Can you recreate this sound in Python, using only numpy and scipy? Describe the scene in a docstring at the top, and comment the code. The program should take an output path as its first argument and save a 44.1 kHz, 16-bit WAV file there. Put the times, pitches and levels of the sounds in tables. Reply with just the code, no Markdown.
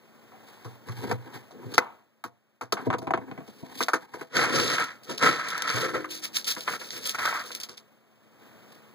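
"""Scooping dry pet food

A plastic bucket is dragged from a cupboard, bumping its floor, and the lid comes off with a crack.
A plastic cup knocks about inside, digs through the pellets and is shaken so that they rattle and spill.
Impacts and friction excite the damped modes of lid, cup and bucket; each pellet adds a brief click.
Something metallic rings softly. Beneath it all lie a faint room hiss and a refrigerator hum."""
import sys
import numpy as np
from scipy import signal
from scipy.fft import rfft, irfft, next_fast_len
from scipy.io import wavfile
from scipy.ndimage import uniform_filter1d

SR = 44100
rng = np.random.default_rng(int(sys.argv[2]) if len(sys.argv) > 2 else 0)


def int16_out(signal):
    """Quantize to a 16-bit WAV file."""
    q = np.round(np.clip(np.atleast_2d(signal).T, -1, 1) * 32767)
    wavfile.write(sys.argv[1], SR, q.astype(np.int16))


N = 394496

# spectrum of the room hiss: frequency_hz, level_db
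HISS_SPECTRUM = [(30, -19.5), (70, -21), (110, -4.5), (250, -3), (600, -4), (1300, -9.5), (2200, -13),
                 (4000, -20.5), (8000, -27.5), (12000, -30), (16500, -17.5)]
# hiss and hum swell and sink together: time_s, level_db
ROOM_ENVELOPE = [(0, -57.5), (.4, -53), (1.4, -55), (1.8, -52.5), (2.1, -68), (2.6, -70.5), (3.4, -54),
                 (4.25, -68), (5.0, -54.5), (6.3, -53), (7.6, -53), (7.95, -62), (8.3, -60), (8.45, -52),
                 (8.7, -53.5), (8.95, -54.5)]
# blows on bucket, lid and cup: start_s, plastic_db, wall_db, tick_db, rattle_t60_s, centre_hz
BLOWS = [(0.319, -40.5, -62, -50, 0.4, 695), (0.646, -41, -43, -25, 0.18, 900),
         (0.886, -43.5, -45, -23.5, 0.13, 1240), (1.072, -56, -43, -37, 0.056, 750),
         (1.1135, -22, -26.5, -11.5, 0.058, 960), (1.508, -45.5, -58.5, -32, 0.12, 690),
         (1.629, -48, -47.5, -51, 0.3, 860), (1.7395, -40, -39, -7, 0.089, 1150),
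         (1.7805, -13, -29.5, 7.5, 0.039, 1432), (1.789, -30.5, -50, -30, 0.39, 983),
         (2.239, -35, -39.5, -16.5, 0.1, 1022), (2.611, -33, -42.5, -18, 0.13, 990),
         (2.723, -25, -27, -0.5, 0.08, 1060), (2.769, -31, -49, -66, 0.21, 980),
         (2.866, -54, -24, -43, 0.1, 743), (2.903, -17, -23, -27, 0.065, 750),
         (2.928, -27, -37, -36, 0.1, 1000), (2.939, -23.5, -24, -34, 0.058, 900),
         (2.984, -32.5, -34, -17, 0.072, 654), (3.017, -39, -38.5, -27.5, 0.18, 800),
         (3.0706, -24, -27, -54, 0.087, 720), (3.107, -21, -27.5, -19, 0.054, 730),
         (3.1372, -21.5, -29, -21, 0.076, 1000), (3.175, -28, -31.5, -34, 0.065, 750),
         (3.314, -27.5, -34.5, -53, 0.062, 633), (3.377, -29.5, -36.5, -55, 0.095, 610),
         (3.405, -38.5, -38, -50, 0.072, 696), (3.477, -41, -42, -31, 0.079, 660),
         (3.627, -45, -35.5, -34, 0.071, 656), (3.8059, -28, -33, -7, 0.1, 1520),
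         (3.884, -24, -45, -3.5, 0.069, 1300), (3.934, -20, -29.5, -5.5, 0.096, 1230),
         (4.137, -41.5, -37, -19.5, 0.1, 1230), (4.211, -39.5, -40, -19.5, 0.087, 1180),
         (4.391, -25, -42, -14.5, 0.054, 1350), (4.437, -26.5, -46.5, -16, 0.2, 1380),
         (4.782, -30.5, -51, -8, 0.083, 1500), (4.798, -32.5, -49.5, -8, 0.072, 1510),
         (5.095, -41.5, -36.5, -12.5, 0.19, 1220), (5.622, -37, -65, -1.5, 0.028, 1340),
         (5.84, -36.5, -56, -24, 0.28, 1330), (5.949, -33.5, -39, -30, 0.065, 1350),
         (6.044, -36, -54, -18.5, 0.077, 1340), (6.565, -35.5, -38, -31, 0.08, 1330),
         (6.677, -26.5, -51, -30, 0.1, 1340), (6.736, -34.5, -61, -22, 0.056, 1400),
         (6.813, -42, -56, -22, 0.11, 1850), (7.147, -37, -66.5, -25, 0.055, 1340),
         (7.184, -35.5, -64, -37, 0.33, 1410), (7.201, -43, -55, -29, 0.18, 1400),
         (7.254, -26, -52, -2.5, 0.056, 1430), (7.276, -30.5, -69, -36, 0.069, 1390),
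         (7.327, -33.5, -64, -38, 0.075, 1400), (7.348, -32, -53, -44, 0.33, 1400),
         (7.506, -43, -59, -40, 0.044, 1380), (7.688, -51, -55, -20.5, 0.2, 1250)]
# single pellets drop and skip: start_s, tick_db, rattle_t60_s
PELLET_DROPS = [(3.828, -3.5, .04), (3.835, -6, .04), (4.368, -10, 0.099), (4.74, -23, 0.03),
                (4.841, -11.5, 0.05), (5.033, -22.5, 0.2), (5.178, -10.5, 0.095), (5.468, -21, 0.057),
                (5.4858, -5.5, 0.055), (5.504, -6.5, 0.048), (5.579, -7, 0.029), (5.609, -31, 0.036),
                (5.815, -6, 0.04), (6.106, -14, 0.15), (6.24, -7, 0.07), (6.342, -34, 0.088),
                (6.4444, -8, 0.063), (6.478, -7.5, 0.15), (6.551, -11, 0.034), (6.608, -11, 0.028),
                (6.855, -23, 0.042), (6.906, -14, 0.099), (6.968, -23, 0.034), (7.094, -2, 0.041),
                (7.458, -14, 0.12), (7.517, -14.5, .08), (7.549, -8.5, 0.085), (7.601, -7.5, 0.08),
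                (7.633, -8, 0.082), (7.773, -19.5, 0.087)]
# modes of the hard plastic of cup and lid: pitch_hz, level_db, t60_s
PLASTIC_MODES = [(664, -20.5, 0.028), (781, -2.5, 0.031), (940, 2, 0.016), (1100, -2, 0.014),
                 (1250, 1, 0.015), (1340, 2.5, 0.0083), (1500, 3.5, 0.014), (1750, 9, 0.0051),
                 (2001, 0, 0.032), (2170, 3.5, 0.013), (2500, -8.5, 0.074)]
# modes of the bucket wall and its air: pitch_hz, level_db, t60_s
WALL_MODES = [(141, -4.5, 0.06), (203, -7.5, 0.1), (255, -2, 0.092), (332.7, 3.5, 0.032), (438, 4.5, 0.044),
              (498, 1.5, 0.094), (534.5, 4.5, 0.027)]
# hollow ring of the air in the open bucket, once the lid is off: pitch_hz, level_db, t60_s
OPEN_BUCKET_MODES = [(656, -13.5, 0.19), (700, -18.5, 0.27), (948.5, -11.5, 0.094)]
# spectrum of ticks and pellet clicks: frequency_hz, level_db
CLICK_SPECTRUM = [(300, -49.5), (1500, -11), (2600, -1), (4300, 1.5), (6000, -1), (7500, -8.5),
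                  (10000, -8.5), (13000, -12), (16500, -4.5)]
# hands slide bucket, lid and cup: start_s, length_s, plastic_db, wall_db, scratch_db
SLIDE_STROKES = [(.45, 0.31, -59.5, -66, -62), (.872, .02, -52, -44, -54.5), (.92, 0.12, -48, -48, -50.5),
                 (1.04, 0.078, -42, -35, -50), (1.18, 0.21, -52, -50, -63.5),
                 (1.345, 0.022, -45.5, -47.5, -51), (1.57, 0.047, -56.5, -41, -81),
                 (1.65, 0.075, -57, -40, -60), (1.738, 0.0095, -44.5, -42, -43.5),
                 (2.8, 0.055, -47.5, -42, -56.5), (3.22, 0.16, -54, -48.5, -76),
                 (3.47, 0.3, -75, -56.5, -59), (3.66, 0.06, -50, -47.5, -53), (3.75, .03, -52, -49, -50),
                 (3.785, 0.022, -50, -40, -34), (3.92, 0.12, -51, -56, -59),
                 (4.14, 0.1, -49.5, -53.5, -55.5), (8.72, 0.036, -65, -63, -57.5)]
# spectrum of skin rubbing on plastic: frequency_hz, level_db
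SCRATCH_SPECTRUM = [(300, -35), (1500, -5.5), (2800, 1), (4300, 2), (7000, -7.5), (10000, -8),
                    (16500, -6.5)]
# the bucket bumps the cupboard floor: start_s, level_db
FLOOR_BUMPS = [(0.646, -31.5), (0.881, -25), (0.973, -31.5), (1.061, -32), (1.115, -22), (1.341, -40),
               (1.645, -31), (2.243, -49), (2.615, -43), (2.865, -21.5), (2.937, -37), (3.072, -51),
               (3.136, -38), (4.402, -33), (4.58, -33), (5.282, -38), (5.733, -25.5)]
# modes of the cupboard floor: pitch_hz, level_db, t60_s
FLOOR_MODES = [(104, -1.5, 0.19), (121.4, 3, 0.38), (165, -1, 0.15)]
# the cup is pushed through the heap: start_s, length_s, cup_db, wall_db, clicks_db
DIG_STROKES = [(4.36, 0.078, -24.5, -28.5, -28.5), (4.47, 0.058, -29, -31, -34.5),
               (4.53, 0.059, -27, -25.5, -27), (4.6, 0.073, -32, -28.5, -26),
               (4.685, 0.059, -27, -33, -27.5), (4.78, 0.046, -27.5, -44, -35.5),
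               (5.1, 0.0067, -41, -37.5, -39.5), (5.23, 0.072, -21.5, -29, -28),
               (5.37, 0.33, -32, -49, -41), (5.68, 0.1, -29.5, -47, -32), (5.77, 0.083, -29.5, -33, -35.5),
               (5.945, 0.01, -31.5, -30, -42)]
# the cup is shaken and tipped: start_s, length_s, cup_db, wall_db, clicks_db
SHAKE_STROKES = [(6.11, 0.069, -55.5, -54.5, -39.5), (6.24, 0.015, -45, -74, -32.5),
                 (6.362, 0.0092, -39, -53, -25), (6.395, 0.012, -49.5, -68, -36.5),
                 (6.48, 0.042, -41, -53, -27.5), (6.57, 0.078, -56, -58, -43.5),
                 (6.68, 0.073, -35, -42, -37.5), (6.8, 0.086, -55, -51.5, -44),
                 (6.935, 0.047, -45, -44.5, -38), (7.01, 0.042, -55, -51, -44.5),
                 (7.06, 0.044, -43.5, -50, -28.5), (7.15, 0.0048, -32.5, -58, -40),
                 (7.19, 0.12, -31, -52, -38), (7.335, 0.071, -36, -61, -40), (7.44, 0.13, -54, -55.5, -46),
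                 (7.58, 0.06, -53, -66.5, -49.5)]
# resonance of the air in the cup: pitch_hz, level_db, t60_s
CUP_AIR_MODES = [(1318, 0, 0.021)]
# touches on something hollow and metallic: start_s, level_db
METAL_TOUCHES = [(5.744, -38.5), (5.83, -28.5), (5.956, -31)]
# modes of that metal object: pitch_hz, level_db, t60_s
METAL_MODES = [(311, -7, .9), (359.5, -8, .9), (516, 5, 0.25)]
# phase lag that turns the inverted right channel's bass towards the left: frequency_hz, phase_rad
RIGHT_BASS_PHASE = [(50, 0.98), (120, 1.1), (200, 0.57), (400, 1.56), (800, 0.078), (1400, 0.024)]
# dip in the right channel's low midrange: frequency_hz, gain_db
RIGHT_RESPONSE = [(100, 0), (300, -2.5), (700, -2.5), (1400, 0)]


def amp(db):
    """Amplitude ratio of a level in decibels."""
    return 10 ** (np.asarray(db) / 20)


def unit_rms(x):
    """Normalisation to an rms of 1."""
    return x / np.sqrt(np.mean(x ** 2) + 1e-20)


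def butterworth(x, order, hz, kind="low"):
    """Filtering with a maximally flat passband."""
    return signal.sosfilt(signal.butter(order, hz, kind, fs=SR, output="sos"), x + 1e-18)


def at_hz(points, hz):
    """Interpolation on a logarithmic frequency axis."""
    frequencies, values = np.transpose(points)
    return np.interp(np.log(hz + 1), np.log(frequencies), values)


def colour(x, spectrum):
    """Minimum-phase filtering: the spectrum is shaped and nothing sounds before its cause."""
    log_gain = np.log(amp(at_hz(spectrum, np.linspace(0, SR / 2, 2049))))
    cepstrum = irfft(log_gain)
    cepstrum[1:2048] *= 2
    cepstrum[2049:] = 0
    pulse = irfft(np.exp(rfft(cepstrum)))
    return signal.oaconvolve(x, pulse / np.sqrt(np.sum(pulse ** 2)))[:N]


def drift(corner_hz):
    """Low-passed noise: a slow random fluctuation with a standard deviation of 1."""
    pole = np.exp(-80 * np.pi * corner_hz / SR)
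    noise = rng.standard_normal(N // 40 + 2002)
    slow = signal.lfilter([1], [1, -2 * pole, pole * pole], noise)[2000:]
    return np.interp(np.arange(N) / 40, np.arange(len(slow)), slow / slow.std())


def resonate(force, modes, alternate=True):
    """Modal superposition: a force is convolved with damped sines, of alternating sign or in phase."""
    t = np.arange(int(max(t60 for _, _, t60 in modes) * SR)) / SR
    response = sum((-1) ** (k * alternate) * amp(db - 60 * t / t60) * np.sin(2 * np.pi * hz * t)
                   for k, (hz, db, t60) in enumerate(modes))
    return signal.oaconvolve(force, response)[:len(force)]


def around(modes, centre_hz, fall_db):
    """The point of contact weights the modes: they lose fall_db per squared octave from a centre."""
    return [(hz, db - min(fall_db * np.log2(hz / centre_hz) ** 2, 24), t60) for hz, db, t60 in modes]


def room_tone(hum_hz=217, hum_db=-8.5):
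    """Broadband hiss and a wavering refrigerator tone, plus low hiss uncorrelated between the sides."""
    level_db = np.interp(np.arange(N) / SR, *np.transpose(ROOM_ENVELOPE))
    gain = amp(level_db + drift(29))
    phase = 2 * np.pi * np.cumsum(hum_hz + 2.5 * drift(3)) / SR
    hum = amp(hum_db) * unit_rms(np.sin(phase))
    side_hiss = amp(-17) * unit_rms(butterworth(rng.standard_normal((2, N)), 1, [150, 700], "band"))
    hiss = colour(rng.standard_normal(N), HISS_SPECTRUM)
    return gain * (hiss + hum), gain * side_hiss


def impacts(lid_off_s=2.0, drop_centre_hz=1850):
    """Impact excitation: each blow or falling pellet is an impulse and a dying rattle that ring modes."""
    plastic, wall, ticks = np.zeros((3, N + SR))
    age = np.arange(SR // 4) / SR
    drops = [(s, db - 50, db - 54, db, t60, drop_centre_hz) for s, db, t60 in PELLET_DROPS]
    for start_s, plastic_db, wall_db, tick_db, t60, centre_hz in BLOWS + drops:
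        onset = round(start_s * SR)
        span = slice(onset, onset + len(age))
        rattle = 0.11 * rng.standard_normal(len(age)) * amp(-60 * age / t60)
        rattle[0] = min(1.7, 0.061 / t60)   # long rattles start softly
        fall_db = 26.5 * max(1, t60 / .14)   # and keep to few modes
        struck = [(hz, db + rng.normal(0, 1.2), decay_s)
                  for hz, db, decay_s in around(PLASTIC_MODES, centre_hz, fall_db)]
        plastic[span] += amp(plastic_db) * resonate(rattle, struck, alternate=False)
        boom = around(WALL_MODES, 0.26 * centre_hz, fall_db=5.5)
        if start_s > lid_off_s:
            boom += OPEN_BUCKET_MODES
        wall[span] += amp(wall_db) * resonate(rattle, boom)
        rattle[0] *= .6   # the tick is more rattle than click
        burst_db = 4.1 * rng.standard_normal(len(age) // 50 + 1)
        bursts = unit_rms(amp(np.repeat(burst_db, 50)[:len(age)]))   # about a millisecond each
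        tilt = rng.uniform(-0.75, 0.52)   # each tick is brighter or duller
        ticks[span] += amp(tick_db) * signal.lfilter([1, tilt], [1], rattle * np.r_[1, bursts[1:]])
    ticks = butterworth(ticks, 1, 10000)   # the ticks lose their top treble
    plastic = butterworth(plastic, 2, 550, "high")   # the blows on plastic carry no deep bass
    return (plastic + wall)[:N] + colour(ticks[:N], CLICK_SPECTRUM)


def contacts(per_s, spread_db, clump_db):
    """A Poisson train of unequal impulses, clumped by a fluctuating level; rms 1."""
    onsets = np.flatnonzero(rng.random(N) < per_s / SR)
    sizes = amp(spread_db * np.minimum(rng.exponential(1, len(onsets)), 3))
    force = np.zeros(N)
    force[onsets] = sizes * np.sign(rng.random(len(onsets)) - .5)
    return unit_rms(force * amp(clump_db * drift(32)))


def strokes(rows, rise_db_per_s, fall_db_per_s):
    """Envelopes, one per level column: exponential rise up to each start, a hold, exponential decay."""
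    t = np.arange(0, N, 64) / SR
    start, length, *levels_db = np.array(rows).T[:, :, None]
    rise_db = rise_db_per_s * np.maximum(start - t, 0)
    fall_db = fall_db_per_s * np.maximum(t - start - length, 0)
    shape_db = -np.minimum(rise_db + fall_db, 150)
    return [np.interp(np.arange(N) / SR, t, amp(db + shape_db).max(axis=0)) for db in levels_db]


def friction(gains, force, plastic_modes, wall_modes, contact_noise):
    """Forced vibration: one stream of contacts drives plastic and wall, heard with its own noise."""
    plastic_gain, wall_gain, noise_gain = gains
    plastic = plastic_gain * unit_rms(resonate(force, plastic_modes))
    wall = wall_gain * unit_rms(resonate(force, wall_modes))
    return plastic + wall + noise_gain * contact_noise


def sliding():
    """Sliding friction: hands move bucket, lid and cup, and many tiny contacts make a scratch."""
    force = contacts(per_s=3600, spread_db=-6, clump_db=3.5)
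    gains = strokes(SLIDE_STROKES, rise_db_per_s=380, fall_db_per_s=229)
    plastic_modes = around(PLASTIC_MODES, 930, fall_db=9.5)
    wall_modes = around(WALL_MODES, 200, fall_db=5)
    return friction(gains, force, plastic_modes, wall_modes, colour(force, SCRATCH_SPECTRUM))


def floor_bumps(contact_s=0.0086):
    """A long contact excites low frequencies: the bucket's weight thumps the cupboard floor."""
    start_s, level_db = np.transpose(FLOOR_BUMPS)
    impulses = np.zeros(N)
    impulses[(start_s * SR).astype(int)] = amp(level_db)
    push = np.hanning(int(contact_s * SR))
    return resonate(signal.fftconvolve(impulses, push / push.sum())[:N], FLOOR_MODES)


def tumbles(per_s=110, t60_s=0.018):
    """Small avalanches: handfuls of pellets land at once, so a gain jumps and relaxes to 1."""
    jumps = (rng.random(N) < per_s / SR) * rng.uniform(0.1, 1, N) * amp(-6)
    settling = signal.lfilter([1], [1, -amp(-60 / (t60_s * SR))], jumps)
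    return 1 + uniform_filter1d(settling, size=180)


def pellet_clicks(force, pitch_count=16, t60_s=0.0018):
    """Each pellet is a damped oscillator that rings briefly at a randomly assigned pitch."""
    pitch_index = rng.integers(0, pitch_count, N)
    radius = amp(-60 / (t60_s * SR))
    rings = np.zeros(N)
    for k, hz in enumerate(np.linspace(2400, 15800, pitch_count)):
        angle = 2 * np.pi * hz / SR
        feedback = [1, -2 * radius * np.cos(angle), radius ** 2]
        rings += signal.lfilter([0, np.sin(angle)], feedback, force * (pitch_index == k) + 1e-18)
    return colour(unit_rms(rings), CLICK_SPECTRUM)


def scooping(cup_out_s=5.6, brighten_s=0.55):
    """Granular flow: pellets, dug and shaken, collide and drive the cup, its air and the bucket wall."""
    heap = contacts(per_s=8000, spread_db=0, clump_db=2)
    lone_clacks = amp(-7.5) * contacts(per_s=400, spread_db=4, clump_db=4.5)
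    force = unit_rms((heap + lone_clacks) * tumbles())
    bright = pellet_clicks(force + 0.66 * contacts(per_s=2500, spread_db=4, clump_db=4))
    dull = butterworth(bright, 1, 7200)   # deep in the bucket, until the cup comes over the rim
    lifted = np.clip((np.arange(N) / SR - cup_out_s) / brighten_s, 0, 1)
    clicks = dull + (bright - dull) * lifted
    digging = strokes(DIG_STROKES, rise_db_per_s=684, fall_db_per_s=208)
    shaking = strokes(SHAKE_STROKES, rise_db_per_s=831, fall_db_per_s=510)
    cup_modes = around(PLASTIC_MODES, 1520, fall_db=34) + CUP_AIR_MODES
    return friction(np.maximum(digging, shaking), force, cup_modes, WALL_MODES, clicks)


def metal_ring():
    """Free vibration: lightly damped metal rings on after each soft touch."""
    force = np.zeros(N)
    for start_s, level_db in METAL_TOUCHES:
        force[round(start_s * SR)] = amp(level_db)
    return resonate(force, METAL_MODES)


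def reverberation(x, bass_t60_s=0.42, wall_cutoff_hz=750):
    """Repeated reflection: five feedback delays a side, losing treble to the walls on every round."""
    size = next_fast_len(N + SR)
    log_delay = -2j * np.pi * np.arange(size // 2 + 1) / size
    pole = np.exp(-2 * np.pi * wall_cutoff_hz / SR)
    reflection = (1 - pole) / (1 - pole * np.exp(log_delay))
    response = np.zeros((2, len(log_delay)), complex)
    for k, lag in enumerate((rng.uniform(0.021, .045, 10) * SR).astype(int)):
        loop = amp(-60 * lag / SR / bass_t60_s) * reflection * np.exp(log_delay * lag)
        response[k % 2] += (-1) ** (k // 2) * loop / (1 - loop)
    return irfft(response * rfft(x, size), size)[:, :N]


def right_channel(x, lag_samples=16):
    """Phase difference: the right side is inverted and late, its bass turned partly back in phase."""
    size = next_fast_len(N + 4096)
    hz = np.arange(size // 2 + 1) * SR / size
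    phase = np.pi - 2 * np.pi * hz * lag_samples / SR - at_hz(RIGHT_BASS_PHASE, hz)
    response = amp(at_hz(RIGHT_RESPONSE, hz)) * np.exp(1j * phase)
    return irfft(rfft(x, size) * response, size)[:N]


def scene():
    """Superposition: both sides share the direct sound; each adds its own echoes and low hiss."""
    background, side_hiss = room_tone()
    direct = impacts() + sliding() + floor_bumps() + scooping() + metal_ring()
    echo = reverberation(direct)
    cupboard_boom = amp(-17.5) * butterworth(echo[0], 1, [800, 1080], "band")
    shared = direct + background + cupboard_boom
    low_echo = butterworth(echo, 2, 900)
    room_echo = amp(-23) * low_echo + amp(-26) * (echo - low_echo)
    return np.array([shared, right_channel(shared)]) + room_echo + side_hiss


def record(dry, stopband_hz=16300):
    """Clipping and band limiting: peaks are flattened, then deep bass and top treble are removed."""
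    clipped = np.clip(dry, -.85, .85)
    bass_cut = butterworth(clipped, 3, 80, "high")
    return signal.sosfilt(signal.cheby2(14, 70, stopband_hz, fs=SR, output="sos"), bass_cut)


dry = scene()
out = record(dry)
int16_out(out)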